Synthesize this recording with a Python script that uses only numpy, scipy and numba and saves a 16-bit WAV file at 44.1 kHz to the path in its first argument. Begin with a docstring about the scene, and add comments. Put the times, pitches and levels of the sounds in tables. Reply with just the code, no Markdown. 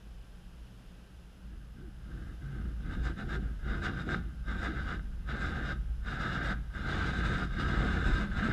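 """Car wash from the cabin

Inside a closed car in an automatic wash: a spinning cloth brush comes closer and beats the shell in sweeps.
Close by, random slaps of wet strips ring the shell, fine spray ticks on the glass and wet cloth groans.
Soft thuds of the cloth's weight drum the panels; the shaken body makes the cabin air boom.
Beyond the glass, filtered noise gives wash and nozzle hiss, and wavering sines give the motors.
The recorder cuts the top of the treble."""
import sys
import numpy as np
from scipy import signal
from scipy.fft import rfft, irfft
from scipy.io import wavfile
from scipy.ndimage import uniform_filter1d
from numba import njit

SR = 44100
rng = np.random.default_rng(int(sys.argv[2]) if len(sys.argv) > 2 else 0)


def output_pcm(signal):
    """Save a mono or channel-first signal as 16-bit PCM at the path in sys.argv[1].

    Samples are clipped to [-1, 1] before scaling.
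    """
    pcm = np.clip(np.atleast_2d(signal).T, -1, 1) * 32767
    wavfile.write(sys.argv[1], SR, np.round(pcm).astype(np.int16))


N = 375732
T = np.arange(N) / SR  # time in s


def undb(db):
    """Decibels to gain."""
    return 10 ** (np.asarray(db) / 20)


def to_db(gain):
    """Gain to decibels."""
    return 20 * np.log10(gain)


def unit(x):
    """Scale to standard deviation 1."""
    return x / np.std(x)


def smooth(x, k):
    """Running mean over k samples, twice."""
    return uniform_filter1d(uniform_filter1d(x, k), k)


def walk(rate):
    """Smooth random wandering of spread 1, with rate new values a second."""
    k = int(SR / rate)
    steps = np.repeat(rng.standard_normal(N // k + 1), k)
    return unit(smooth(steps, k)[:N])


def cut(x, hz, kind, order=2):
    """Low-pass or high-pass."""
    return signal.sosfilt(signal.butter(order, hz, kind, fs=SR, output="sos"), x)


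def ring(x, modes):
    """Damped resonances side by side; neighbours swing in opposite sense."""
    out = 0
    for k, (hz, width_hz, db) in enumerate(modes):
        resonance = signal.lfilter(*signal.iirpeak(hz, hz / width_hz, SR), x)
        out = out + (-1) ** k * undb(db) * resonance
    return out


def colour(x, points, size=4096):
    """Causal minimum-phase filter with the given spectrum, made by folding its cepstrum."""
    hz, db = np.transpose(points)
    bins_hz = np.maximum(np.arange(size // 2 + 1) * SR / size, 1)
    spectrum_db = np.interp(np.log(bins_hz), np.log(hz), db)
    cepstrum = irfft(np.log(undb(spectrum_db)))
    cepstrum[1:size // 2] *= 2
    cepstrum[size // 2 + 1:] = 0
    response = irfft(np.exp(rfft(cepstrum)))
    return signal.fftconvolve(x, response)[:N]


@njit
def soften(x, hz):
    """Two-pole low-pass whose corner moves."""
    y, band, low = np.empty(len(x)), 0., 0.
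    for i in range(len(x)):
        g = np.tan(np.pi * hz[i] / SR)
        v = (band + g * (x[i] - low)) / (1 + g * (g + 1.3))
        y[i] = low + g * v
        band, low = 2 * v - band, 2 * y[i] - low
    return y


def impacts(rate, spread_db):
    """Blows at random moments, rate a second, of either sign; spread_db makes their force uneven."""
    force = undb(spread_db * np.clip(rng.standard_normal(N), -2, 2))
    return (rng.random(N) < rate / SR) * force * rng.choice([-1, 1], N)


def play(x, db, span_s):
    """Bring a signal to the level db, keeping the unevenness that is faster than span_s."""
    power = smooth(x ** 2, int(span_s * SR))
    return undb(db) * x / np.sqrt(power + np.var(x) / 100)


def interior(x, t60, wet_db, count=6):
    """Short reflections inside the cabin: decaying noise tails whose mix wanders."""
    t = T[:SR // 5]
    tails = rng.standard_normal((count, len(t))) * np.exp(-np.log(1000) * t / t60)
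    shares = np.array([walk(rate=14) for _ in tails])
    shares /= np.linalg.norm(shares, axis=0)
    wet = 0
    for share, tail in zip(shares, tails):
        wet = wet + share * signal.oaconvolve(x, tail / np.linalg.norm(tail))[:N]
    return x + undb(wet_db) * wet


def swell(s, half_width_s):
    """A smooth rise and fall about the moment s, 1 at its top."""
    return np.exp(-((T - s) / half_width_s) ** 2)


# running water and machinery all round the bay, relative spectrum: pitch_hz, level_db [dB per Hz]
BAY_SPECTRUM = [(30, 6), (100, -14), (175, 0.5), (270, -10.5), (500, -15), (1000, -21), (1550, -19.5),
                (2200, -27), (2900, -21.5), (4400, -31), (6500, -34), (9000, -39.5), (11200, -39),
                (14500, -43.5)]
# narrow hiss bands of the nozzles: pitch_hz, width_hz, level_db [relative]
NOZZLE_BANDS = [(5070, 190, -1), (10230, 260, -3)]
# motor hum and thin drive whine: pitch_hz, level_db [rms, about which it wavers]
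MOTOR_TONES = [(59.2, -57.5), (119, -62), (179, -63.5), (818, -82), (1567, -80), (9830, -104), (10428, -96),
               (12646, -94)]


def machinery():
    """Outside the glass: broad wash of water and gear noise, hissing nozzles and wavering motor tones."""
    rumble_free = cut(rng.standard_normal(N), 25, "high")
    wash = unit(colour(rumble_free, BAY_SPECTRUM)) * undb(-57 + 0.63 * walk(rate=2.9))
    hiss = unit(ring(rng.standard_normal(N), NOZZLE_BANDS)) * undb(-79)
    hum = 0
    for hz, db in MOTOR_TONES:
        phase = 2 * np.pi * np.cumsum(hz + 2.455 * walk(rate=20)) / SR
        level = np.sqrt(2) * undb(db + 2 * walk(rate=10))
        hum = hum + level * np.sin(phase)
    return wash + hiss + hum


# slow shaking of the whole car: start_s, level_db [boom, before the trim in boom()]
SLOW_SHAKING = [(0, -46.5), (1.1, -53.5), (2.0, -45.5), (2.55, -41.5), (4.05, -41), (4.35, -38), (6.0, -36),
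                (6.35, -41), (7.6, -35), (8.5, -36)]
# heavy shoves that rock the body: middle_s, level_db [boom, before the trim in boom()]
HEAVY_SHOVES = [(1.56, -43.5), (2.21, -40.5), (2.67, -34.5), (2.86, -37.5), (3.04, -32), (3.32, -39),
                (3.46, -33), (3.7, -32.5), (4.53, -35), (5.86, -33), (6.53, -34), (7.24, -34),
                (7.81, -30.5), (8.11, -27)]


def rocking():
    """Level of the boom in dB: slow shaking, joined by straight lines, and a few heavy shoves."""
    shaking_db = np.interp(T, *np.transpose(SLOW_SHAKING))
    shoves = sum(undb(db) * swell(s, half_width_s=0.085) for s, db in HEAVY_SHOVES)
    return to_db(np.hypot(undb(shaking_db), shoves))


# air of the cabin and the body on its springs: pitch_hz, width_hz, level_db [relative]
CABIN_MODES = [(28.4, 11, -7.5), (41.6, 8.4, -4), (55.75, 6.5, 3.5)]


def boom(shake_db):
    """The shaken body pumps the air of the closed cabin, which rings at its low resonances."""
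    air = cut(ring(impacts(rate=390, spread_db=2.5), CABIN_MODES), 60.4, "low", order=4)
    return play(cut(air, 24.0, "high"), shake_db - .4, span_s=0.081)


# the brush turns steadily; its first tuft comes round at FIRST_TUFT_S and once a turn after that
FIRST_TUFT_S, TURN_S = 1.35, 0.79
# the four tufts of a turn: delay_s [after the first], half_width_s, strength_db
TURN_TUFTS = [(0, 0.047, -5), (0.144, 0.037, 1.5), (0.275, .027, -4.5), (.402, 0.037, -1)]


def tufts(lag_s=0):
    """Gain of the tufts as they come round, turn after turn."""
    turns = np.arange(FIRST_TUFT_S, T[-1], TURN_S) + lag_s
    return sum(undb(db) * swell(first + delay, width) for first in turns for delay, width, db in TURN_TUFTS)


def contact(start, end, rise, fall):
    """Gain of one sweep: attack, hold at 1, release; slopes in dB per s."""
    return undb(-rise * np.maximum(start - T, 0) - fall * np.maximum(T - end, 0))


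PATTER_FALL, WEIGHT_FALL = 324, 74  # dB per s after a sweep
WEIGHT_RISE_SHARE = 0.63  # the weight builds more slowly than the patter
SLACK_DB, APPROACH_DB_PER_S = -9, 10  # weight left between sweeps; its fade-in before the first sweep
ARCH_DB = 1.5  # the weight swells by this much towards the middle of a sweep
TUFT_WEIGHT_DB, WEIGHT_LAG_S = 2.5, 0.03  # extra weight per unit of tuft gain, landing after the tips
STIR_DB = -15.5  # patter that the weight alone stirs up
FLING_DB, FLING_SLOPE = -50, 0.27  # below this patter level the spray dies away faster (extra dB per dB)
# sweeps of cloth over the car, long and short, on the whole growing heavier: start_s, end_s, rise_db_per_s,
# tufts_db, loose_strips_db, weight_db, spray_db [relative to the patter];
# levels before swells and the players' trims
CLOTH_SWEEPS = [(1.42, 1.69, 150, -83, -77, -58.5, -19), (1.78, 1.873, 196, -82, -84, -52.5, -18),
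                (2.102, 2.31, 109, -80, -63.5, -49.5, -15), (2.44, 2.67, 352, -76.5, -68.5, -44, -23),
                (2.859, 3.123, 163, -45.5, -57.5, -43.5, -13), (3.172, 3.475, 449, -39, -61, -43, -12.5),
                (3.675, 4.02, 185, -38, -48.5, -41.5, -14), (4.068, 4.18, 400, -37.5, -49.5, -39, -12.5),
                (4.484, 4.953, 400, -39, -46.5, -43.5, -14), (5.302, 5.726, 451.5, -40, -43.5, -42.5, -14),
                (6.081, 6.176, 350, -43, -42.5, -44, -13), (6.2, 6.527, 201.5, -42, -39, -41, -13),
                (6.754, 6.845, 550, -43, -45.5, -44.5, -12), (6.886, 7.106, 121, -46, -39, -38.5, -11),
                (7.173, 7.439, 98, -42.5, -39, -38, -10.5), (7.6, 8.243, 143, -50.5, -39, -36.5, -11.5),
                (8.395, 8.6, 140, -38, -38, -35, -13)]


def turning():
    """Each sweep drags loose strips and tufts over the car; gives the levels of patter, spray and weight in dB."""
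    tufted, patter = tufts(), 0
    starts, *_, weights_db, sprays_db = np.transpose(CLOTH_SWEEPS)
    approach_db = -APPROACH_DB_PER_S * np.maximum(starts[0] - T, 0)
    weight = undb(np.interp(T, starts, weights_db) + SLACK_DB + approach_db)
    for start, end, rise, tuft_db, loose_db, weight_db, _ in CLOTH_SWEEPS:
        slapping = np.hypot(undb(tuft_db) * tufted, undb(loose_db))
        patter = np.maximum(patter, contact(start, end, rise, PATTER_FALL) * slapping)
        arch = np.sin(np.pi * np.clip((T - start) / (end - start), 0, 1))
        pressing = contact(start, end, rise * WEIGHT_RISE_SHARE, WEIGHT_FALL)
        weight = np.maximum(weight, pressing * undb(weight_db + ARCH_DB * arch))
    press_db = to_db(weight) + TUFT_WEIGHT_DB * tufts(WEIGHT_LAG_S)
    patter_db = to_db(np.hypot(patter, undb(press_db + STIR_DB)))
    fling_db = FLING_SLOPE * np.minimum(patter_db - FLING_DB, 0)
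    spray_db = patter_db + np.interp(T, starts, sprays_db) + fling_db
    return patter_db, spray_db, press_db


# fine spray heard through the glass, relative spectrum: pitch_hz, level_db [dB per Hz]
SPRAY_SPECTRUM = [(900, 4), (2200, -4), (3150, -7), (3750, 1.5), (4350, -14), (4900, -9), (6000, -19.5),
                  (6700, -17.5), (8000, -21), (9200, -30), (11000, -33.5), (12500, -43), (14500, -40)]


def spray(spray_db):
    """Drops flung off the cloth tick against the glass, in spurts."""
    drops = cut(colour(impacts(rate=3000, spread_db=0.5), SPRAY_SPECTRUM), 810, "high")
    spurts_db = spray_db + 3.5 + 2.0 * walk(rate=42)
    return play(interior(drops, t60=0.076, wet_db=-5.0), spurts_db, span_s=0.01)


def mist():
    """A tuft that stands out above the loose strips throws a short bright puff of fine drops."""
    starts, _, _, tufts_db, loose_db, *_ = np.transpose(CLOTH_SWEEPS)
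    standing_out = 1 / (1 + undb(loose_db - tufts_db))
    level = np.interp(T, starts, undb(tufts_db - 22.5) * standing_out)
    puffs = tufts(lag_s=-0.015) ** 2  # the mist flies ahead of the tips
    drops = colour(impacts(rate=5000, spread_db=3), SPRAY_SPECTRUM)
    return level * puffs * unit(cut(drops, 5200, "high", order=4))


# sheet-metal panels under a soft blow, relative spectrum: pitch_hz, level_db [dB per Hz]
PANEL_SPECTRUM = [(62, -16.5), (82, 8.5), (102, -7), (134, 3.5), (162, -3.5), (200, 0.5), (250, -6.5),
                  (350, -7), (420, -14.5), (480, -11.5), (570, -23.5), (740, -6.5), (1000, -19.5)]


def drumming(press_db):
    """The bulk of the wet cloth thuds on the panels; a harder push shortens each contact and opens the sound."""
    crest_db = np.clip(press_db - uniform_filter1d(press_db, int(.8 * SR)), -10, 3)
    corner_hz = np.clip(380 * 2 ** ((press_db + 45) / 28 + crest_db / 14), 120, 700)
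    thuds = colour(impacts(rate=400, spread_db=0.0), PANEL_SPECTRUM)
    return play(soften(soften(thuds, corner_hz), corner_hz), press_db, span_s=0.22)


# cloth dragging over the paint: middle_s, length_s, pitch_hz [top, before waver],
# level_db [before grip and the levelling in scene()]
CLOTH_DRAGS = [(1.85, 0.12, 355.5, -51.5), (2.49, 0.15, 143.8, -31.5), (2.635, 0.21, 236.4, -49),
               (3.362, .1, 395, -45), (4.19, .1, 197.5, -36.5), (4.7, .08, 315.6, -38.5),
               (8.235, 0.21, 208.8, -34), (8.449, 0.07, 218, -26)]


def drags():
    """Wet cloth sticks and slips: a rough groan that rises as it is pulled taut and sinks as it lets go."""
    out = np.zeros(N)
    waver, grip = 0.052 * walk(rate=110), undb(1.6 * walk(rate=70))
    for s, length, hz, db in CLOTH_DRAGS:
        on = np.abs(T - s) < length / 2
        taut = np.cos(np.pi * (T[on] - s) / length)
        pitch_hz = hz * (1 - 0.3 * (1 - taut) + waver[on])
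        groan = np.sin(2 * np.pi * np.cumsum(pitch_hz) / SR)
        out[on] += undb(db) * taut * grip[on] * groan
    return out


# ring of the struck shell: pitch_hz, width_hz, level_db [relative]
SHELL_MODES = [(470, 265, -12.5), (792, 64, -11.5), (1252, 128, -3), (1383, 90, -3), (1398, 34, 2),
               (1571, 89, 2), (1784, 54, -6), (2039, 123, -10.5), (2852, 56, -13.5), (3650, 300, -19)]


def shell(blows):
    """Roof and glass answer a slap with their damped resonances."""
    return cut(cut(ring(blows, SHELL_MODES), 320, "high"), 3630, "low")


# single hard slaps of a strip: start_s, level_db [4 dB above the peak played]
HARD_SLAPS = [(2.91, -34), (3.066, -28), (4.0898, -23), (4.144, -18), (4.9938, -33.5), (5.266, -49),
              (5.289, -28.5), (6.739, -37), (7.507, -36), (8.315, -32), (8.422, -32)]


def whips():
    """Now and then one strip lands flat and hard and rings the shell."""
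    slap = shell(signal.unit_impulse(N))[:SR // 10]
    slap = slap / np.abs(slap).max()
    out = np.zeros(N)
    for s, db in HARD_SLAPS:
        rest = out[int(s * SR):][:len(slap)]
        rest += undb(db - 4) * slap[:len(rest)]
    return out


def strips(patter_db):
    """Cloth tips slap the shell, more of them the louder the patter, their force wandering."""
    rate = 800 + 900 * undb((patter_db - patter_db.max()) / 2)
    slaps = impacts(rate, spread_db=2.5) * undb(0.74 * walk(rate=60))
    return play(interior(shell(slaps), t60=0.15, wet_db=-5.5), patter_db + 0.52, span_s=0.066)


def scene():
    """The brush reaches the car over the running machinery."""
    patter_db, spray_db, press_db = turning()
    brush = strips(patter_db) + whips() + spray(spray_db) + mist()
    # thuds and groans share the force with which the brush bears on the car
    bearing = (drumming(press_db) + drags()) / undb(press_db)
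    body = play(bearing, press_db + 1.1, span_s=0.056)
    return (brush + body + boom(rocking()) + machinery())[None]


def record(dry):
    """The recorder cuts the top with a steep low-pass at 14.9 kHz."""
    return signal.sosfilt(signal.ellip(10, .2, 80, 14900, fs=SR, output="sos"), dry)


dry = scene()
out = record(dry)
output_pcm(out)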